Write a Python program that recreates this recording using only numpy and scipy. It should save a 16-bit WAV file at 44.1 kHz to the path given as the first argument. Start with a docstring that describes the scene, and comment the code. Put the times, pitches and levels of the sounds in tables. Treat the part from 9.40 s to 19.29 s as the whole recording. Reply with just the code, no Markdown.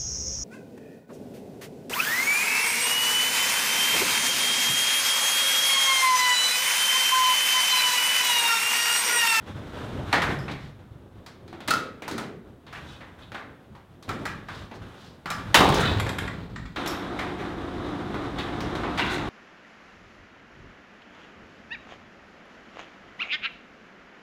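"""Rollers rumble and hinges knock as a sectional steel garage door is pushed along overhead by hand.
Release latch and arm clank; then the trolley catches with a loud clunk and the panels shudder.
An electric opener follows, motor humming and chain rattling, and lowers the door in a bare, ringing garage.
Rolling is filtered noise from many small contacts; blows are noise bursts with decaying modes.
Friction is noise through resonances, the motor a set of wavering sines, and the walls a decaying noise tail."""
import sys
import numpy as np
from scipy import signal
from scipy.fft import rfft, irfft, next_fast_len
from scipy.io import wavfile
from scipy.ndimage import map_coordinates

SR = 44100
rng = np.random.default_rng(int(sys.argv[2]) if len(sys.argv) > 2 else 0)


def transcribe(signal):
    """Save signal, clipped to [-1, 1], as a 16-bit WAV file at the path in sys.argv[1]."""
    frames = np.atleast_2d(signal).T
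    limited = np.clip(frames, -1, 1)
    pcm = np.round(limited * 32767).astype(np.int16)
    wavfile.write(sys.argv[1], SR, pcm)


N = 436149

CATCH_S, START_S = 6.15, 7.362  # the trolley catches; the opener starts
TOP_HZ = 16300  # upper band limit

# Decay of the walls' reverberation. Each row: frequency in Hz, t60 in s.
WALL_DECAY = [(100, 1), (300, 0.83), (800, 0.47), (2000, 0.56), (5000, 0.38), (13000, 0.3)]

# Spectra of blows, hand rolling, shuddering and chain drive. Each row: frequency in Hz, relative level in dB.
BLOW_SPECTRUM = [(60, -17), (130, 2.5), (265, 8), (600, 0), (1170, -4), (2100, -7.5), (2800, -12.5),
                 (3790, -10.5), (5050, -14), (6590, -16), (16000, -28)]
ROLL_SPECTRUM = [(15, -50), (25, -10.5), (92, 5.5), (130, 3), (249, -6), (405, -12), (641, -14.5),
                 (1480, -14), (2280, -23.5), (3620, -22), (4490, -31.5), (13600, -47.5), (16000, -56)]
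SHAKE_SPECTRUM = [(15, -44), (25, -17), (48, -3), (110, -3), (223, -1.5), (405, 4), (640, -0.5), (820, 0),
                  (2280, -8.5), (3900, -7), (5730, -21.5), (7310, -23), (11000, -35), (16000, -33)]
CHAIN_SPECTRUM = [(15, -43), (25, -8.5), (64, 2), (256, -1), (293, 2.5), (350, -0.5), (405, -5),
                  (734, -11.5), (1260, -9), (2690, -24), (3750, -21), (4400, -31), (11300, -49.5),
                  (16000, -62)]
# Spectrum of the crack of a slipping hinge pin. Each row: frequency in Hz, relative level in dB.
PING_SPECTRUM = [(1000, 0), (4500, 2), (8000, -3), (13000, -2), (16000, -21)]

# Modes of panels, arm, hinge pin, latch, and trolley with rail.
# Each row: nominal frequency in Hz, mean relative level in dB, t60 in s.
PANEL_MODES = [(308, -9.5, 0.46), (401, -4, 0.79), (497, -1.5, 0.68), (790, 1.5, 0.67), (931, -14, 0.77),
               (1048, 1.5, 0.41), (1168, 2, 0.41)]
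ARM_MODES = [(178.7, 8, 0.3), (1185, -5.5, 0.32), (1290, -8, 0.24), (1370, -5.5, 0.29), (1650, -8.5, 0.26),
             (1890, -12, 0.28), (2380, -6, 0.19), (3004, -19, .16), (5100, -15, 0.2), (5310, -17, 0.22),
             (6100, -19, 0.17), (7220, -12.5, 0.15)]
PIN_MODES = [(5100, -8, .07), (5200, 6, 0.082), (5320, -4, .25), (7530, -10, .15), (12220, -12, .28)]
LATCH_MODES = [(1213, -7.5, 0.37), (1275, -4.5, 0.41), (1337, 2.5, 0.24), (1400, 0.5, 0.22),
               (1986, -8, 0.27), (2623, -1.5, 0.14), (3900, -8, .14), (4370, -8, 0.11), (4990, -9, 0.14)]
TROLLEY_MODES = [(924, 8, .15), (1880, -1, 0.12), (2730, -8, 0.18), (2830, -2, 0.098), (3100, -2, 0.22),
                 (3540, -5, 0.28), (3780, -4, 0.64)]

# Resonances of opener housing and rail, of the rail under the trolley, of loose hardware, and of the track.
# Each row: centre in Hz, width in Hz of one pass (two are applied), relative level in dB.
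HOUSING_RESONANCES = [(298, 38, -7), (352, 54, -4), (743, 260, -14)]
RAIL_RESONANCES = [(1550, 1680, 6.5), (3200, 610, 0), (7300, 2200, -7), (11200, 2300, -10.5)]
HARDWARE_RESONANCES = [(2545, 110, -0.5), (3045, 150, 0), (3510, 310, 1.5), (3760, 280, 0.5),
                       (4300, 240, -7)]
TRACK_RESONANCES = [(1000, 460, 1.5), (1450, 230, 3.5), (2020, 510, 0), (2750, 340, -1.5),
                    (3540, 930, -4.5)]

# Blows. Each row: start in seconds, mid-band level in dB, hardness in dB, centre of the favoured band in Hz.
# Dull knocks of hinges and rollers:
HINGE_KNOCKS = [(0.7277, -19.5, 6, 1780), (.736, -28, -9.5, 746), (0.8185, -25.5, 7, 1760),
                (1.0804, -36.5, -4, 2180), (3.266, -49.5, 7, 3650), (3.3273, -41.5, 6.5, 1650),
                (3.6052, -46.5, -6, 2000), (3.9444, -36.5, 0, 1600), (4.35, -51, 3, 1030),
                (5.0848, -38, 2, 1550), (7.3605, -34, 3, 3500), (7.7897, -31.5, 4, 2040),
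                (8.9855, -35, 8, 3380), (9.434, -32.5, -8.5, 1020), (9.576, -29.5, 6, 2800)]
# Sharp clicks of release lever, trolley and chain:
SHARP_CLICKS = [(1.8622, -48, 4.5, 4600), (2.0782, -54.5, 1, 4070), (2.204, -46, -3.5, 3380),
                (2.2765, -37.5, 9.5, 3360), (2.2825, -29.5, 0.5, 3400), (2.6209, -41.5, -3.5, 2600),
                (2.6788, -35.5, 1, 1220), (2.712, -44, 8, 4230), (2.7795, -35.5, 1, 1290),
                (2.793, -47.5, -5, 3000), (4.6254, -53, 6, 3900), (6.3425, -40, 14, 5500),
                (6.665, -35.5, -5, 1710), (7.4604, -35.5, 1, 3640), (9.205, -38.5, -0.5, 5500),
                (9.352, -38, -4, 3500)]
# Soft thuds of a panel settling against its track:
PANEL_THUDS = [(2.128, -45.5, 0.5, 710), (3.9185, -44, 4, 596), (5.3125, -45, -2, 810),
               (8.743, -36, -3.5, 1130)]
# The door arm striking its bracket:
ARM_CLANKS = [(4.6907, -31.5, 1, 1270), (4.8539, -31.5, 3, 1710), (5.8576, -34, -1, 1290),
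              (5.9025, -30.5, 8, 1190)]
# The release latch snapping open and bouncing:
LATCH_SNAPS = [(2.3062, -21.5, 0.5, 1450), (2.3365, -28.5, -2, 1340)]
# The trolley slamming into its catch:
CATCH_CLUNK = [(6.1435, -12.5, -0.5, 2880)]
# Panels slamming against their hinges after the catch:
PANEL_SLAMS = [(6.2045, -19.5, -1, 1000), (6.289, -29, 4, 880)]

# Pings of the hinge pins. Each row: start in seconds, relative level in dB.
PIN_PINGS = [(.988, -55), (7.476, -37.5)]
# Ticks of the caught, rocking trolley.
# Each row: start in seconds, direct level in dB, hardness in dB, top of the treble in Hz.
TROLLEY_TICKS = [(6.597, -24.5, -5, 14000), (6.690, -29.5, 2, 14000), (6.784, -28, -1, 13000),
                 (6.876, -29.5, -28, 11000), (7.159, -35.5, 0, 7850), (7.2545, -42, 0, 8000)]
TICK_RISE_S = 0.0036

# Scrapes of hands, rollers and trolley; booms of flexing panels and rail; a roller's squeak.
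# Each row: peak in seconds, half length in seconds, direct level in dB, centre in Hz.
SCRAPE_STROKES = [(.723, 0.0043, -41, 1700), (1.118, 0.017, -45, 3130), (1.23, 0.037, -57.5, 3680),
                  (3.36, 0.028, -47.5, 2200), (3.51, 0.04, -60.5, 5000), (5.16, 0.055, -52.5, 3380),
                  (5.355, 0.012, -54.5, 4370), (5.65, .06, -57.5, 3820), (6.413, 0.0072, -37.5, 6740),
                  (6.44, .04, -29, 1460), (8.02, 0.028, -40.5, 1710), (9.732, 0.019, -46, 6300)]
BOOM_STROKES = [(.94, 0.042, -36, 148), (2.12, 0.047, -47.5, 360), (2.42, 0.074, -44, 444),
                (2.738, 0.016, -32.5, 345), (2.76, .035, -46, 111), (2.81, .07, -39.5, 210),
                (2.85, 0.074, -45.5, 394), (4.735, .025, -40.5, 234), (5.337, 0.014, -45, 400),
                (6.31, 0.038, -26.5, 142), (6.55, 0.087, -30, 96)]
SQUEAK_STROKES = [(9.626, 0.004, -19, 2720)]

# Loose hardware rasping and chattering; rollers grinding through the bend of the track.
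# Each row: peak in seconds, half length in seconds, direct level in dB.
HARDWARE_RASPS = [(3.52, 0.045, -55.5), (3.832, 0.011, -55), (6.28, 0.035, -37), (6.40, .018, -34.5),
                  (6.468, .026, -32.5), (8.995, .01, -37)]
ROLLER_GRINDS = [(9.598, .014, -29.5), (9.662, 0.027, -32), (9.725, .026, -32.5), (9.785, .024, -41.5)]

# Motor and gear tones. Each row: mean frequency in Hz, relative level in dB.
HUM_TONES = [(120, -47), (183, -42), (285.3, -42), (360, -46.5), (514, -48.5), (720.5, -44), (1001, -55)]

# Shoves by hand. Each row: start in seconds, length in seconds, strength in dB, extra rattle in dB.
HAND_SHOVES = [(0.0, 0.94, -43.5, 0.5), (2.28, .05, -65, -2), (3.35, 0.18, -51, 6), (3.786, 0.065, -66, 15),
               (4.678, 0.12, -42.5, -1), (5.1, 0.075, -47.5, 1), (5.416, 0.2, -66, 16.5),
               (5.87, 0.25, -44.5, 0.5)]
SHOVE_RISE_S, SHOVE_GAIN_DB_PER_S = 0.0027, 7.5
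# Decay once the door is let go. Entries: rumble, panels, rattle, each in dB per second.
COAST_DECAYS = [25, 44, 43.5]
# Gains of the door held still. Entries: rumble, panels, rattle, each in dB.
REST_LEVELS = [-53.5, -55.5, -65.5]

# Shudder after the catch, rows for rumble and panels. Each row: peak in dB, rise in s, decay in dB per s.
JOLT_BANDS = [(-27, 0.043, 14.5), (-22, 0.1, 34)]
# Loose hardware rattles as the door swings back, over a faint chatter while it settles.
JOLT_RATTLE_S, JOLT_RATTLE_WIDTH_S, JOLT_RATTLE_DB = 6.40, 0.099, -35.5
SETTLE_DB, SETTLE_DB_PER_S = -36.5, 23

# Powered run, rows for rumble, panels and rattle, the last before slack is added.
# Each row: level at the start in dB, growth in dB per second as the door comes down.
RUN_BANDS = [(-43, 3), (-38.5, 1.23), (-44, 2.5)]
SLACK_DB, SLACK_S = 10.5, 0.35  # extra chain rattle at the start and its time constant


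def amp(db):
    """Decibel law: amplitude ratio of a level."""
    return 10 ** (np.asarray(db) / 20)


def unit(x):
    """Normalisation to unit root-mean-square amplitude."""
    return x / np.sqrt(np.mean(x ** 2) + 1e-20)


def along(points, hz):
    """Interpolation of (Hz, value) points on a logarithmic frequency axis."""
    f, v = np.transpose(points)
    return np.interp(np.log(hz + 1), np.log(f + 1), v)


def wobble(rate):
    """Slow random modulation: a smooth curve through rate random knots a second."""
    knots = rng.standard_normal(int(N * rate / SR) + 4)
    grid = np.arange(0, N, 32)
    coarse = map_coordinates(knots, [grid * rate / SR])
    return np.interp(np.arange(N), grid, coarse)


def filtered(x, response):
    """Linear filtering: the spectrum of x is multiplied by a response of frequency."""
    size = x.shape[-1]
    padded = next_fast_len(size + 4096, real=True)
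    hz = np.fft.rfftfreq(padded, 1 / SR)
    return irfft(rfft(x, padded) * response(hz), padded)[..., :size]


def coloured(x, spectrum):
    """Spectral shaping of x by a table of levels, at rms 1."""
    return unit(filtered(x, lambda hz: amp(along(spectrum, hz))))


def split(x, low_hz, high_hz):
    """Complementary crossover: low, middle and high parts sum to x."""
    def bands(hz):
        below_low = 1 / (1 + (hz / low_hz) ** 6)
        below_high = 1 / (1 + (hz / high_hz) ** 6)
        return np.array([below_low, below_high - below_low, 1 - below_high])
    return filtered(x, bands)


def add(track, s, sound):
    """Superposition: a sound is summed into a track from time s."""
    part = track[round(max(s, 0) * SR):][:len(sound)]
    part += sound[:len(part)]


def gate(start, rise):
    """Linear onset from 0 to 1, beginning at start and lasting rise seconds."""
    return np.clip((np.arange(N) / SR - start) / rise, 0, 1)


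def since(start):
    """Elapsed time in seconds after start, 0 before it."""
    return np.maximum(np.arange(N) / SR - start, 0)


def bell(t, peak_s, width_s):
    """Gaussian envelope, 1 at its peak."""
    return np.exp(-((t - peak_s) / width_s) ** 2 / 2)


def resonance(hz, centre_hz, width_hz):
    """Damped oscillator: causal response of one resonance, 1 at its centre."""
    return 1j * hz * width_hz / (centre_hz ** 2 - hz ** 2 + 1j * hz * width_hz)


def body_response(body, hz):
    """Modal sum: the resonances of a body, each applied twice."""
    return sum(amp(db) * resonance(hz, centre, width) ** 2 for centre, width, db in body)


def ring(modes, t, looseness=1.8):
    """Modal decay: loose joints split each mode into a beating pair with wandering phase."""
    hz, db, t60 = np.transpose(modes)[:, :, None]
    level = db + 2 * rng.standard_normal(hz.shape)
    steps = rng.standard_normal((len(modes), len(t)))
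    wander = np.cumsum(steps, axis=1) / np.sqrt(SR) * looseness  # in cycles
    partner_hz = hz * (1 + .03 * rng.standard_normal(hz.shape))
    main = np.sin(2 * np.pi * (hz * t + wander + rng.random(hz.shape)))
    partner = np.sin(2 * np.pi * (partner_hz * t - wander + rng.random(hz.shape)))
    pair = np.cos(np.pi / 5) * main + np.sin(np.pi / 5) * partner
    return np.sum(amp(level - 60 * t / t60) * pair, 0)


def hiss(level_db):
    """Stationary broadband noise: the microphone's faint steady hiss."""
    return amp(level_db) * coloured(rng.standard_normal(N), [(1000, 12.0), (5000, -9.0), (16000, -11)])


def echo():
    """Diffuse reverberation: the tail of bare walls, of energy 1, with its highest treble dying first."""
    hz, t, z = signal.stft(rng.standard_normal(SR), SR, nperseg=256)
    decay = amp(-60 * t / along(WALL_DECAY, hz)[:, None])
    tail = signal.istft(z * decay, SR, nperseg=256)[1]
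    tail = np.pad(tail, (round(.003 * SR), 0))[:SR]  # the walls answer 3 ms late
    return tail / np.linalg.norm(tail)


def garage(x, wet_db):
    """Convolution with the room: direct sound plus the answer of the walls."""
    return x + amp(wet_db) * signal.fftconvolve(x, echo())[:len(x)]


def strokes(table, width, wet_db, grain_db):
    """Friction excitation: uneven noise swells and fades in a resonance whose width is a share of its pitch."""
    track, t = np.zeros(N), np.arange(SR * 3 // 2) / SR
    for s, length, db, centre_hz in table:
        lead = 3 * length  # the swell begins ahead of its peak
        slips = amp(grain_db * wobble(170.4)[:len(t)]) * rng.standard_normal(len(t))
        rub = unit(filtered(slips, lambda hz: resonance(hz, centre_hz, width * centre_hz) ** 2))
        add(track, s - lead, amp(db) * garage(rub * bell(t, lead, length), wet_db))
    return track


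def rasps(table, body, slip_hz, spread_db, wet_db):
    """Stick-slip motion: slips at an uneven rate excite the resonances of a steel part."""
    track, t = np.zeros(N), np.arange(SR) / SR
    for s, length, db in table:
        lead = 3 * length
        rate = slip_hz * np.exp(.35 * wobble(slip_hz / 2)[:SR])
        turns = np.cumsum(rate) / SR
        sizes = amp(spread_db * wobble(slip_hz)[:SR])
        slips = sizes * np.exp(-3 * (turns % 1)) * rng.standard_normal(SR)
        rasp = unit(filtered(slips, lambda hz: body_response(body, hz)))
        add(track, s - lead, amp(db) * garage(rasp * bell(t, lead, length), wet_db))
    return track


def pings(table, modes, crack_db, crack_t60, wet_db):
    """Sudden slip: small steel parts crack and then ring in high modes."""
    track, t = np.zeros(N), np.arange(SR // 2) / SR
    for s, db in table:
        crack = coloured(rng.standard_normal(len(t)), PING_SPECTRUM) * amp(crack_db - 60 * t / crack_t60)
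        add(track, s, amp(db) * garage(ring(modes, t, looseness=4.7) + crack, wet_db))
    return track


def ticks(wet_db, grain_db):
    """Resonant slip: each rock of the trolley is a brief gritty noise coloured by the rail."""
    track, t = np.zeros(N), np.arange(SR // 2) / SR
    envelope = t / TICK_RISE_S * np.exp(1 - t / TICK_RISE_S)
    for s, db, hard_db, top_hz in TROLLEY_TICKS:
        def response(hz):
            treble_tilt = amp(hard_db * hz / (hz + 4000))
            return body_response(RAIL_RESONANCES, hz) * treble_tilt / (1 + (hz / top_hz) ** 10)
        slips = amp(grain_db * wobble(670)[:len(t)]) * rng.standard_normal(len(t))
        slip = unit(filtered(slips, response))
        add(track, s, amp(db) * garage(slip * envelope, wet_db))
    return track


def blows(table, modes, ring_db, crack_t60, chatter_db, chatter_t60, focus_db, wet_db, body_db, edge_db, tip_db):
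    """Impact: touch, crack, sheet chatter and modes; a harder blow has more edge and less body."""
    track, t = np.zeros(N), np.arange(SR) / SR
    attack = round(.03 * SR)  # span over which the band levels are set
    for s, db, hard_db, bright_hz in table:
        flutter = np.interp(t, np.arange(200) / 200, rng.standard_normal(200))
        touch = amp(tip_db - 60 * t / 0.019)
        crack = amp(-60 * t / crack_t60)
        chatter = amp(chatter_db - 60 * t / chatter_t60 + 2.9 * flutter)
        envelope = touch + crack + chatter
        # the walls return the contact as a diffuse wash, weaker in the treble
        wash = filtered(echo(), lambda hz: amp(wet_db) / np.sqrt(1 + (hz / 9000) ** 2))
        contact = rng.standard_normal(SR) * envelope + np.linalg.norm(envelope) * wash
        contact = contact.std() * coloured(contact, BLOW_SPECTRUM)
        ringing = amp(ring_db) * garage(ring(modes, t), wet_db - 4.0)
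        struck = (contact + ringing) * (1 - np.exp(-t / 0.00069))
        # the spot that is struck favours one part of the spectrum
        struck = filtered(struck, lambda hz: 1 + amp(focus_db) * resonance(hz, bright_hz, 0.27 * bright_hz))
        parts = split(struck, 700, 4000)
        levels = db + np.array([body_db - hard_db, 0, edge_db + hard_db])
        add(track, s, amp(levels) / parts[:, :attack].std(axis=1) @ parts)
    return track


def rattle(rate, spread_db, wet_db):
    """Random impacts: small contacts of uneven size, rate a second, smeared by diffuse reverberation."""
    spread = amp(spread_db * np.clip(rng.standard_normal(N), -2, 2))
    sizes = (rng.random(N) < rate / SR) * spread
    power = signal.lfilter([1], [1, -np.exp(-1 / (0.0016 * SR))], sizes ** 2)
    wash = np.abs(signal.fftconvolve(power, echo() ** 2)[:N])
    return unit(np.sqrt(power + amp(wet_db) ** 2 * wash) * rng.standard_normal(N))


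def door(gains, spectrum, contacts, panel_hz, throb_db):
    """Structure-borne sound: contacts shake the door into deep rumble, booming panels and bright rattle."""
    parts = split(coloured(contacts, spectrum), 226, panel_hz)
    return sum(gain * amp(throb_db * wobble(13)) * unit(part) for gain, part in zip(gains, parts))


def pushed(rumble_db, panel_db, rattle_db):
    """Rolling noise rising with speed: the door gathers speed under each shove and coasts to rest."""
    power = amp(REST_LEVELS)[:, None] ** 2 * np.ones(N)
    t = np.arange(2 * SR) / SR
    for start, length, db, extra_db in HAND_SHOVES:
        speed_db = db + SHOVE_GAIN_DB_PER_S * np.minimum(t, length)
        coasting_s = np.maximum(t - length, 0)
        band_levels = [rumble_db, panel_db, rattle_db + extra_db]
        for band, band_db, coast in zip(power, band_levels, COAST_DECAYS):
            gain = np.minimum(t / SHOVE_RISE_S, 1) * amp(speed_db + band_db - coast * coasting_s)
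            add(band, start, gain ** 2)
    contacts = rattle(rate=370, spread_db=6.5, wet_db=10.5)
    return door(np.sqrt(power), ROLL_SPECTRUM, contacts, panel_hz=716, throb_db=2.0)


def shudder():
    """Free vibration: the jolt spreads through the panels, which go on shaking at their own modes."""
    contacts = rattle(rate=270, spread_db=3.5, wet_db=0.5)
    t = np.arange(SR) / SR
    sheet = np.zeros(N)
    add(sheet, CATCH_S, ring(PANEL_MODES, t) * (1 - np.exp(-t / 0.05)))
    gains = [gate(CATCH_S, rise) * amp(db - decay * since(CATCH_S + rise)) for db, rise, decay in JOLT_BANDS]
    swing = amp(JOLT_RATTLE_DB) * bell(np.arange(N) / SR, JOLT_RATTLE_S, JOLT_RATTLE_WIDTH_S)
    settling = gate(CATCH_S, rise=.03) * amp(SETTLE_DB - SETTLE_DB_PER_S * since(CATCH_S))
    gains.append(swing + settling)
    return amp(-21) * sheet + door(gains, SHAKE_SPECTRUM, contacts, panel_hz=1350, throb_db=1.1)


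def opener():
    """Forced vibration: motor tones waver while the chain shakes the housing, rail and door."""
    links = rattle(rate=500, spread_db=1.0, wet_db=5.5)
    t = since(START_S)
    rumble, panels, chain = [amp(db + growth * t) for db, growth in RUN_BANDS]
    # the chain rattles harder until it has taken up its slack
    slack = amp(SLACK_DB * np.exp(-t / SLACK_S))
    rolling = door([rumble, panels, chain * slack], CHAIN_SPECTRUM, links, panel_hz=740, throb_db=0.6)
    drone = unit(filtered(links, lambda hz: body_response(HOUSING_RESONANCES, hz)))
    shaft_s = np.cumsum(1 + 0.00394 * wobble(9)) / SR  # time warped by uneven speed
    hum = sum(amp(db + 1.0 * wobble(16)) * np.sqrt(2) * np.sin(2 * np.pi * hz * shaft_s)
              for hz, db in HUM_TONES)
    return rolling + amp(-11.5) * panels * drone + amp(-6.0) * hum


def scene():
    """Superposition of sources: handling, catch and powered run in turn, with every blow and scrape on top."""
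    friction = (strokes(SCRAPE_STROKES, width=0.72, wet_db=-4.5, grain_db=2.0)
                + strokes(SQUEAK_STROKES, width=0.077, wet_db=-10, grain_db=6.0))
    booms = strokes(BOOM_STROKES, width=0.35, wet_db=-4.0, grain_db=-0.5)
    grinding = (rasps(HARDWARE_RASPS, HARDWARE_RESONANCES, slip_hz=138, spread_db=2.5, wet_db=-2.5)
                + rasps(ROLLER_GRINDS, TRACK_RESONANCES, slip_hz=110, spread_db=3.0, wet_db=-1.5))
    hardware = (pings(PIN_PINGS, PIN_MODES, crack_db=4.5, crack_t60=0.036, wet_db=0.0)
                + ticks(wet_db=-1.5, grain_db=1))
    knocks = blows(HINGE_KNOCKS, PANEL_MODES, ring_db=-27, crack_t60=0.014, chatter_db=-9.5, chatter_t60=0.24,
                   focus_db=0.0, wet_db=4.5, body_db=-11.5, edge_db=-24, tip_db=-3)
    clicks = blows(SHARP_CLICKS, PANEL_MODES, ring_db=-42.0, crack_t60=0.042, chatter_db=-12.5,
                   chatter_t60=0.15, focus_db=0.5, wet_db=2.0, body_db=-5.0, edge_db=-10.5, tip_db=3)
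    thuds = blows(PANEL_THUDS, PANEL_MODES, ring_db=-41, crack_t60=0.023, chatter_db=-10, chatter_t60=0.44,
                  focus_db=-1, wet_db=1.5, body_db=-1.0, edge_db=-22.5, tip_db=9)
    clanks = blows(ARM_CLANKS, ARM_MODES, ring_db=-7.5, crack_t60=0.025, chatter_db=-9.0, chatter_t60=0.2,
                   focus_db=-2.5, wet_db=-0.5, body_db=-7.5, edge_db=-17.5, tip_db=-1.5)
    snaps = blows(LATCH_SNAPS, LATCH_MODES, ring_db=-7.5, crack_t60=0.037, chatter_db=-18, chatter_t60=0.042,
                  focus_db=3.5, wet_db=-3.5, body_db=-14.0, edge_db=-9.0, tip_db=1)
    clunk = blows(CATCH_CLUNK, TROLLEY_MODES, ring_db=-13.5, crack_t60=0.079, chatter_db=-1.5,
                  chatter_t60=0.33, focus_db=-2.5, wet_db=-4.5, body_db=-16, edge_db=-9.5, tip_db=-6)
    slams = blows(PANEL_SLAMS, PANEL_MODES, ring_db=-14.5, crack_t60=0.04, chatter_db=-10, chatter_t60=0.2,
                  focus_db=7, wet_db=-1.5, body_db=-3, edge_db=-15.5, tip_db=-2)
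    impacts = knocks + clicks + thuds + clanks + snaps + clunk + slams
    caught, running = gate(CATCH_S, rise=0.028), gate(START_S, rise=0.013)
    by_hand = (1 - caught) * pushed(rumble_db=1, panel_db=-2.0, rattle_db=-6.0)
    motion = by_hand + (1 - running) * shudder() + running * opener()
    return hiss(level_db=-64) + friction + booms + grinding + hardware + impacts + motion


def record(dry):
    """Soft saturation and band limiting: the highest peaks are rounded and nothing passes above TOP_HZ."""
    rounded = dry / (1 + np.abs(dry) ** 6) ** (1 / 6)
    return filtered(rounded, lambda hz: np.clip((TOP_HZ - hz) / 500, 0, 1) ** 2)


dry = scene()
out = record(dry)
transcribe(out)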